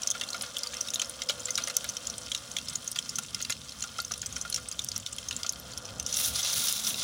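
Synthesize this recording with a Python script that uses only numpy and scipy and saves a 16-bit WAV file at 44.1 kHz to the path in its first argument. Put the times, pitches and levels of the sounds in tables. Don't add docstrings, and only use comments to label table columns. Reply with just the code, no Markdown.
import sys
import numpy as np
from scipy import signal
from scipy.fft import rfft, irfft, next_fast_len
from scipy.io import wavfile

SR = 44100
rng = np.random.default_rng(int(sys.argv[2]) if len(sys.argv) > 2 else 0)


def put_to_file(sound):
    columns = np.atleast_2d(sound).T
    safe = np.clip(columns, -1, 1)
    whole_steps = np.round(safe * 32767)
    wavfile.write(sys.argv[1], SR, whole_steps.astype(np.int16))


N = 310023
TIME = np.arange(N) / SR
BURST_TIME = np.arange(2048) / SR
LEVEL_WINDOW = .01 * SR

# start in seconds, reference level in dB (rms over 10 ms), bubble pitch in Hz,
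# splash in dB against that level.
LOUD_POPS = [(0.0326, -32.5, 5700, -2), (0.0735, -25.5, 6240, -23), (0.103, -28, 6540, -38),
             (0.1123, -28.5, 6200, -34), (0.2118, -34.5, 3020, 4), (0.304, -32.5, 6300, -14),
             (0.3313, -34.5, 4230, -15), (0.4103, -35.5, 3960, 2), (0.422, -32.5, 9800, -25),
             (0.5679, -31.5, 3380, -13), (0.6338, -29.5, 5000, -13), (0.671, -33.5, 4600, -16),
             (0.7685, -38, 5470, -10), (0.8108, -27.5, 5900, -31), (0.885, -34.5, 3740, -5),
             (0.904, -33.0, 6000, -14), (0.9365, -32.5, 6640, -1), (0.9429, -27.5, 6600, -21),
             (0.958, -30.5, 3760, -14), (0.9957, -30, 3060, -2), (1.0171, -28.5, 6100, -5),
             (1.096, -36, 9730, -29), (1.219, -33, 5870, 4), (1.289, -29, 4870, -10),
             (1.2953, -30.5, 3480, -10), (1.3042, -32, 4040, -17), (1.4556, -30.5, 7360, -26),
             (1.5063, -29, 6200, -30), (1.555, -26, 5620, -23), (1.5767, -27.5, 4000, -8),
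             (1.638, -30, 5950, -25), (1.6734, -34, 5810, -15), (1.6985, -36, 6140, -14),
             (1.767, -24.5, 6000, -24), (1.8898, -30.0, 6000, -23), (1.968, -33.5, 5640, -4),
             (2.0705, -30, 6840, -14), (2.0993, -34, 5770, -21), (2.3174, -32, 3250, 0.5),
             (2.3483, -29, 3830, -4.5), (2.5663, -30, 3400, -1.5), (2.5852, -33.5, 3290, -2),
             (2.685, -31.5, 5260, -14), (2.7562, -29, 6600, -27), (2.877, -30.5, 6500, -25),
             (2.916, -35, 9000, -19), (2.959, -38, 4940, -5), (2.9876, -30.5, 3300, -1),
             (3.092, -34, 5130, -13), (3.1569, -28.5, 6100, -22), (3.1859, -26.5, 6200, -8),
             (3.3463, -29.5, 5100, -6), (3.425, -29.5, 6500, -25), (3.4492, -36, 4690, 2),
             (3.5037, -29.5, 7000, -15), (3.523, -38, 3200, 8.5), (3.825, -31.5, 6520, -9),
             (3.838, -35.5, 6000, -5), (3.9841, -37, 5350, -7), (4.0015, -31.5, 4350, -11),
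             (4.0489, -34.5, 6300, -25), (4.1191, -28.5, 6050, -17), (4.138, -34.5, 5930, -2.5),
             (4.2172, -32.5, 6800, -14), (4.2605, -34, 6050, -15), (4.3644, -34.0, 5940, -18),
             (4.4134, -33.5, 6200, -29), (4.4999, -35.0, 10000, -16), (4.526, -31.0, 4300, -4),
             (4.5439, -23.5, 5520, -10), (4.561, -30.5, 5940, -3), (4.6866, -35.0, 8530, -27),
             (4.7925, -29.5, 3600, -9.5), (4.8873, -31, 5940, -30), (4.9166, -33.5, 4680, -6),
             (4.962, -31, 5700, -11), (5.063, -33, 3600, -3), (5.184, -33.5, 3230, -1.5),
             (5.286, -30.5, 6300, -17), (5.31, -34, 2960, -3), (5.3646, -32.5, 7320, -32),
             (5.4323, -33, 4800, -2), (5.4646, -33.5, 6100, 0), (5.4933, -26.5, 6240, -17),
             (5.7759, -34.5, 5870, -9), (5.998, -28.5, 6160, -7.5), (6.0637, -30.0, 5860, -11),
             (6.1266, -29, 5850, -21), (6.1417, -30.5, 6590, -25), (6.1695, -27, 5700, -12),
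             (6.4616, -33, 4100, -13), (6.6832, -29, 5900, -0.5), (6.797, -35, 6120, -4),
             (6.8685, -29, 5720, -7), (6.9431, -33.5, 3700, -1), (6.9962, -36.5, 4720, -11)]
# lower edge in Hz, upper edge in Hz.
FILM_BANDS = [(2800, 5400), (5000, 6950), (8000, 10100)]
BUBBLE_DB, SPLASH_DB, SNAP_DB, CRACK_DB, CRACK_SPREAD_DB = -2.5, -1.5, -2, -11.5, 2
SNAP_PER_SPLASH, BUBBLE_PER_SPLASH = 0.22, -.1
MIST_HZ, MIST_DB = (13800, 15800), -30.5
LEAK_DB = -17.0
TEAR_S = .0018


def pops(cycles=2.67, rise=0.0083, film_cutoff_hz=9500, leak_s=0.0014, balance_spread_db=0.5):
    out = np.zeros((2, N))
    for s, level_db, hz, splash_db in list(LOUD_POPS) + small_pops():
        path = wall_echoes()
        ring_db = level_db + BUBBLE_DB + BUBBLE_PER_SPLASH * splash_db
        ring = bubble(hz, cycles * from_db(2 * rng.normal()), rise)
        pop = at_level(heard(ring, path), ring_db)

        dull = signal.butter(1, film_cutoff_hz, fs=SR, output="sos")
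        film = signal.sosfilt(dull, heard(tear(TEAR_S), path))
        film_db = (SPLASH_DB + splash_db,
                   SNAP_DB + SNAP_PER_SPLASH * splash_db,
                   CRACK_DB + CRACK_SPREAD_DB * rng.normal())
        for (low_hz, high_hz), db in zip(FILM_BANDS, film_db):
            pop += at_level(band(film, low_hz, high_hz), level_db + db)
        pop += at_level(band(film, *MIST_HZ), level_db + MIST_DB)

        left_right = np.array([[.5], [-.5]])
        add(out, s, pop * from_db(balance_spread_db * rng.normal() * left_right))

        leak = at_level(band(tear(leak_s), 3600, 7700), ring_db + LEAK_DB)
        leak = leak[:len(BURST_TIME) // 2][::-1]
        add(out, s - len(leak) / SR, leak)
    return out


SMALL_DB, SMALL_SPREAD_DB = 5, 3.5
SMALL_HZ, SMALL_SPREAD_OCTAVES = 6500, .45
SMALL_SPLASH_DB, SMALL_SPLASH_SPREAD_DB = -11, 1.5


def small_pops(count=100):
    s = rng.uniform(0, TIME[-1], count)
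    size, pitch, wetness = rng.standard_normal((count, 3)).clip(-2, 2).T
    frying_db = np.interp(s, *np.transpose(FRYING_VIGOUR))
    level_db = frying_db + SMALL_DB + SMALL_SPREAD_DB * size
    hz = SMALL_HZ * 2 ** (SMALL_SPREAD_OCTAVES * pitch)
    splash_db = SMALL_SPLASH_DB + SMALL_SPLASH_SPREAD_DB * wetness
    return list(zip(s, level_db, hz, splash_db))


def bubble(hz, cycles, rise):
    age = BURST_TIME * hz / cycles
    pitch = hz * (1 + rise * np.tanh(age / 2 - .5))
    return age * np.exp(-age) * np.sin(2 * np.pi * np.cumsum(pitch) / SR)


def tear(decay_s):
    return rng.standard_normal(len(BURST_TIME)) * np.exp(-BURST_TIME / decay_s)


# start in seconds, then relative levels in dB of cavity, spray and thud.
WET_SPITS = [(0.1491, -32.5, -38.5, -48), (0.2134, -45, -33.5, -53), (0.3441, -30, -34, -46.5),
             (0.4354, -34, -36.5, -49), (0.7344, -52, -36.5, -62), (1.0181, -51, -31.5, -50),
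             (1.296, -35, -26.5, -36.5), (1.484, -45, -35, -55), (1.5818, -45, -29, -49),
             (1.6736, -37, -32.5, -45), (1.7, -37, -32, -57), (1.8432, -41, -35, -52),
             (2.9592, -37, -32.5, -53), (3.1847, -29.5, -36.5, -44.5), (3.4032, -37, -36.5, -52),
             (3.4979, -38, -30.5, -44.5), (3.8392, -34.5, -41, -52), (3.9873, -23, -36, -44),
             (4.1101, -31.5, -38, -46.5), (4.2298, -45, -40, -58), (4.364, -38, -37, -57),
             (4.4503, -31.5, -41, -49.5), (4.577, -34.5, -39, -61), (5.3098, -39, -34.5, -64),
             (5.4455, -33, -42, -48)]
CAVITY_HZ, CAVITY_SPREAD_OCTAVES = 1352, 0.038


def spits(cycles=2.2, rise=0.0067, spray_s=0.008, cavity_db=-11.5, spray_db=-1.5, thud_db=-2.5):
    out = np.zeros(N)
    for s, row_cavity_db, row_spray_db, row_thud_db in WET_SPITS:
        path = wall_echoes()
        hz = CAVITY_HZ * 2 ** (CAVITY_SPREAD_OCTAVES * rng.normal())
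        spray = heard(tear(spray_s), path)
        cavity = heard(bubble(hz, cycles, rise), path)
        spit = at_level(band(cavity, 970, 2700), row_cavity_db + cavity_db)
        spit += at_level(band(spray, 1310, 5900), row_spray_db + spray_db)
        spit += at_level(band(spray, 525, 840), row_thud_db + thud_db)
        add(out, s, spit)
    return out


# level in dB against the direct sound,
# decay time in seconds.
WALL_BOUNCES = [(-2.0, .0022), (-8.0, .008)]


def wall_echoes(first_s=.0007):
    path = np.zeros(len(BURST_TIME))
    for db, decay_s in WALL_BOUNCES:
        bounces = tear(decay_s) * (BURST_TIME > first_s)
        path += from_db(db) * bounces / np.sqrt(np.sum(bounces ** 2))
    path[0] = 1
    return path


def heard(x, path):
    return signal.fftconvolve(x, path)[:len(x)]


# frequency in Hz, width in Hz, boost in dB.
POT_RESONANCES = [(675, 51, 5), (1209, 50, 6), (1407, 29, 10.5), (2078, 26, 8.5), (2750, 7.7, 9.5),
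                  (3210, 150, 3.5), (3580, 310, 1.5), (6340, 72, -2.5)]


def pot_ring(x):
    return x + sum((from_db(boost_db) - 1) * resonance(x, hz, width_hz)
                   for hz, width_hz, boost_db in POT_RESONANCES)


# time in seconds, relative fizz level in dB.
FRYING_VIGOUR = [(0.0, -44), (0.37, -44.5), (0.86, -43.5), (1.23, -46), (1.58, -42), (2.51, -44.5),
                 (2.78, -43.5), (3.59, -46), (6.05, -47)]
# frequency in Hz, relative spectral level in dB per Hz.
FIZZ_SPECTRUM = [(500, -25), (800, -8), (1200, 0), (1800, -5.5), (2450, -7), (3200, -2), (4600, -5.5),
                 (6000, -1.5), (8200, -10), (10000, -9.5), (12000, -21), (13800, -30), (15200, -23),
                 (16000, -24)]


def fizz(level_db=-0.5, smooth_db=-4.5, seethe_db=3.5):
    level, = gains(FRYING_VIGOUR)
    ticks = sum(heard(grains(per_s=900, spread_db=3.8, clump_db=3.0, cycles=1.2), wall_echoes())
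                for spot in range(2))
    wash = rng.standard_normal(N) * from_db(smooth_db + seethe_db * drift(30))
    foam = coloured(rms_one(ticks) + wash, FIZZ_SPECTRUM)
    return from_db(level_db) * level * rms_one(pot_ring(foam))


def grains(per_s, spread_db, clump_db, cycles, largest=4.3):
    chance = per_s * from_db(clump_db * drift(40)) / SR
    born = np.flatnonzero(rng.random(N) < chance)
    sizes = from_db(spread_db * np.minimum(rng.exponential(1, N), largest)) * rng.choice([-1, 1], N)
    pitches = np.geomspace(2700, 15500, 24)
    dealt = rng.choice(len(pitches), N, p=pitches / pitches.sum())
    out = np.zeros(N)
    for k, hz in enumerate(pitches):
        clicks = np.full(N, 1e-18)
        mine = born[dealt[born] == k]
        clicks[mine] = sizes[mine]
        width_hz = hz / (np.pi * cycles)
        out += resonance(clicks, hz, width_hz) / np.sqrt(width_hz)
    return rms_one(out)


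# frequency in Hz,
# relative spectral level in dB per Hz.
FRESH_SPECTRUM = [(500, -11), (900, -11), (1400, -8.5), (1800, -11.5), (2450, -11.5), (3100, -8),
                  (3700, -2.5), (4600, -7.5), (6000, -3), (8200, -15.5), (10000, -5.5), (13600, -18.5),
                  (15000, -13.5), (16000, -16)]


def fresh_piece(hiss_db=0.0, spray_db=-3.5, sputter_db=1.8, rush_db=-4.0, crackle_db=-4.0, split_hz=8200):
    hiss, spray = steam_flow()
    steam = grains(per_s=11000, spread_db=4.0, clump_db=4.0, cycles=0.6)
    steam += from_db(rush_db) * rng.standard_normal(N)
    crackle = rms_one(heard(grains(per_s=500, spread_db=4.0, clump_db=3.0, cycles=2.0), wall_echoes()))
    boil = pot_ring(coloured(steam + from_db(crackle_db) * crackle, FRESH_SPECTRUM))
    coarse, fine = split(boil, split_hz, order=4)
    sputter = from_db(sputter_db * drift(150))
    return sputter * (from_db(hiss_db) * hiss * coarse + from_db(spray_db) * spray * fine)


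# start in seconds,
# length in seconds, relative hiss level in dB, relative fine spray level in dB.
STEAM_SURGES = [(6.074, .08, -37, -48), (6.154, 0.13, -34.5, -31), (6.344, 0.048, -32, -41),
                (6.421, 0.089, -31.5, -53), (6.518, 0.18, -33, -33.5), (6.785, 0.048, -39.5, -42),
                (6.851, 0.053, -35, -35), (6.972, .07, -31.5, -60)]
BOIL_START_S, BOIL_HISS_DB, BOIL_SPRAY_DB = 6.17, -39, -42.5


def steam_flow():
    boiling = np.clip((TIME - BOIL_START_S) / SURGE_ATTACK_S, 0, 1)
    power = np.outer(from_db([BOIL_HISS_DB, BOIL_SPRAY_DB]), boiling) ** 2
    for s, length_s, hiss_db, spray_db in STEAM_SURGES:
        power += np.outer(from_db([hiss_db, spray_db]), surge(s, length_s)) ** 2
    return np.sqrt(power)


SURGE_ATTACK_S, SURGE_SAG_DB_PER_S, SURGE_RELEASE_S = 0.017, 12, 0.024


def surge(start_s, length_s):
    age = np.maximum(TIME - start_s, 0)
    held = np.minimum(age / SURGE_ATTACK_S, 1) * from_db(-SURGE_SAG_DB_PER_S * age)
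    return held * np.exp(-np.maximum(age - length_s, 0) / SURGE_RELEASE_S)


# time in seconds, relative deep roar in dB, relative flame rumble in dB.
FIRE_STRENGTH = [(0.0, -65, -58), (0.6, -68.5, -62), (2.35, -63.5, -56.5), (3.19, -68, -56),
                 (3.8, -60.5, -57.5), (6.34, -59, -56.5), (6.68, -64, -54.5), (7.03, -70, -53.5)]
# frequency in Hz,
# relative spectral level in dB per Hz.
FLAME_SPECTRUM = [(20, -26), (31, -15), (42, -15), (52, -11), (65, 5.5), (80, -2), (100, 2), (160, -1),
                  (245, 0), (290, -9), (350, -16.5), (450, -9.5), (700, -54)]
# time in seconds, relative level in dB.
MURMUR_LEVEL = [(0.0, -53.5), (1.61, -51), (3.21, -61), (4.36, -56.5), (4.8, -58), (5.44, -55.5),
                (5.91, -50), (7.03, -56)]
# frequency in Hz, relative spectral level in dB per Hz.
AIR_SPECTRUM = [(200, 0), (300, -0.5), (400, -7.5), (520, -2), (680, -0.5), (860, -3.5), (1200, -3.5),
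                (1400, -2.5), (1900, -11.5), (2600, -36)]


def fire(roar_db=6.5, rumble_db=2.3, air_db=-1.0, flutter_db=2.3, split_hz=110, gust_db=2.0):
    roar, rumble = gains(FIRE_STRENGTH)
    air, = gains(MURMUR_LEVEL)
    flames = coloured(rng.standard_normal(N), FLAME_SPECTRUM) * from_db(flutter_db * drift(14))
    deep, upper = split(flames, split_hz, order=3)
    hollow = rms_one(pot_ring(coloured(rng.standard_normal(N), AIR_SPECTRUM)))
    hollow = hollow * from_db(gust_db * drift(13))
    burning = from_db(roar_db) * roar * deep + from_db(rumble_db) * rumble * upper
    return burning + from_db(air_db) * air * hollow


# start in seconds, peak level in dB before the microphone.
WOOD_SNAPS = [(0.5850, -18), (1.7679, -6), (1.8435, -18.5), (3.4162, -23), (4.8464, -14), (4.9790, -15.5),
              (6.7262, -8.5)]


def snaps(low_hz=5800, high_hz=12000, tail_db=-12.0, tail_s=.0028):
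    out = np.zeros(N)
    for s, peak_db in WOOD_SNAPS:
        scatter = tear(tail_s)
        click = from_db(tail_db) * scatter / np.sqrt(np.sum(scatter ** 2))
        click[0] += 1
        snap = band(click, low_hz, high_hz)
        add(out, s, from_db(peak_db) * snap / np.abs(snap).max())
    return out


# frequency in Hz, width of each of two resonances in Hz, relative level in dB.
HUM_PARTIALS = [(498.7, 11.7, -4), (553, 76, -3), (674, 20, -15.5)]
HUM_DB, HUM_FADE_DB_PER_S = -0.5, 0.9


def hum():
    murmur, = gains(MURMUR_LEVEL)
    level = murmur * from_db(HUM_DB - HUM_FADE_DB_PER_S * TIME)
    tones = np.zeros(N)
    for hz, width_hz, db in HUM_PARTIALS:
        once = resonance(rng.standard_normal(N), hz, width_hz)
        tones += from_db(db) * rms_one(resonance(once, hz, width_hz))
    return level * tones


def from_db(db):
    return 10 ** (np.asarray(db) / 20)


def rms_one(x):
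    return x / np.sqrt(np.mean(x ** 2) + 1e-20)


def at_level(x, db):
    return from_db(db) * x * np.sqrt(LEVEL_WINDOW / (np.sum(x ** 2) + 1e-20))


def gains(rows):
    s, *columns = np.transpose(rows)
    return [from_db(np.interp(TIME, s, c)) for c in columns]


def band(x, low_hz, high_hz, order=2):
    edges_hz = [low_hz, min(high_hz, SR / 2 - 1000)]
    return signal.sosfilt(signal.butter(order, edges_hz, "band", fs=SR, output="sos"), x)


def split(x, hz, order):
    return [rms_one(signal.sosfilt(signal.butter(order, hz, kind, fs=SR, output="sos"), x))
            for kind in ("low", "high")]


def coloured(x, spectrum):
    hz, db = np.transpose(spectrum)
    size = next_fast_len(N)
    grid = np.maximum(np.arange(size // 2 + 1) * SR / size, 1)
    weight_db = np.interp(np.log(grid), np.log(hz), db, left=-90, right=-90)
    return rms_one(irfft(rfft(x, size) * from_db(weight_db), size)[..., :N])


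def resonance(x, hz, width_hz):
    r = np.exp(-np.pi * width_hz / SR)
    feed = np.array([1, 0, -1]) * (1 - r * r) / 2
    back = [1, -2 * r * np.cos(2 * np.pi * hz / SR), r * r]
    return signal.lfilter(feed, back, x + 1e-18)


def drift(rate):
    return np.interp(TIME * rate, np.arange(4096), rng.standard_normal(4096))


def add(track, s, sound):
    start = max(round(s * SR), 0)
    track[..., start:start + sound.shape[-1]] += sound[..., :N - start]


def scene():
    bursts = pot_ring(pops() + spits())
    return bursts + fizz() + fresh_piece() + fire() + snaps() + hum()


CUTOFF_HZ = 16000


def record(dry, port_hz=15100, port_width_hz=1100, port_db=9.5):
    bright = dry + (from_db(port_db) - 1) * resonance(dry, port_hz, port_width_hz)
    return signal.sosfilt(signal.ellip(10, .2, 80, CUTOFF_HZ, fs=SR, output="sos"), bright)


dry = scene()
out = record(dry)
put_to_file(out)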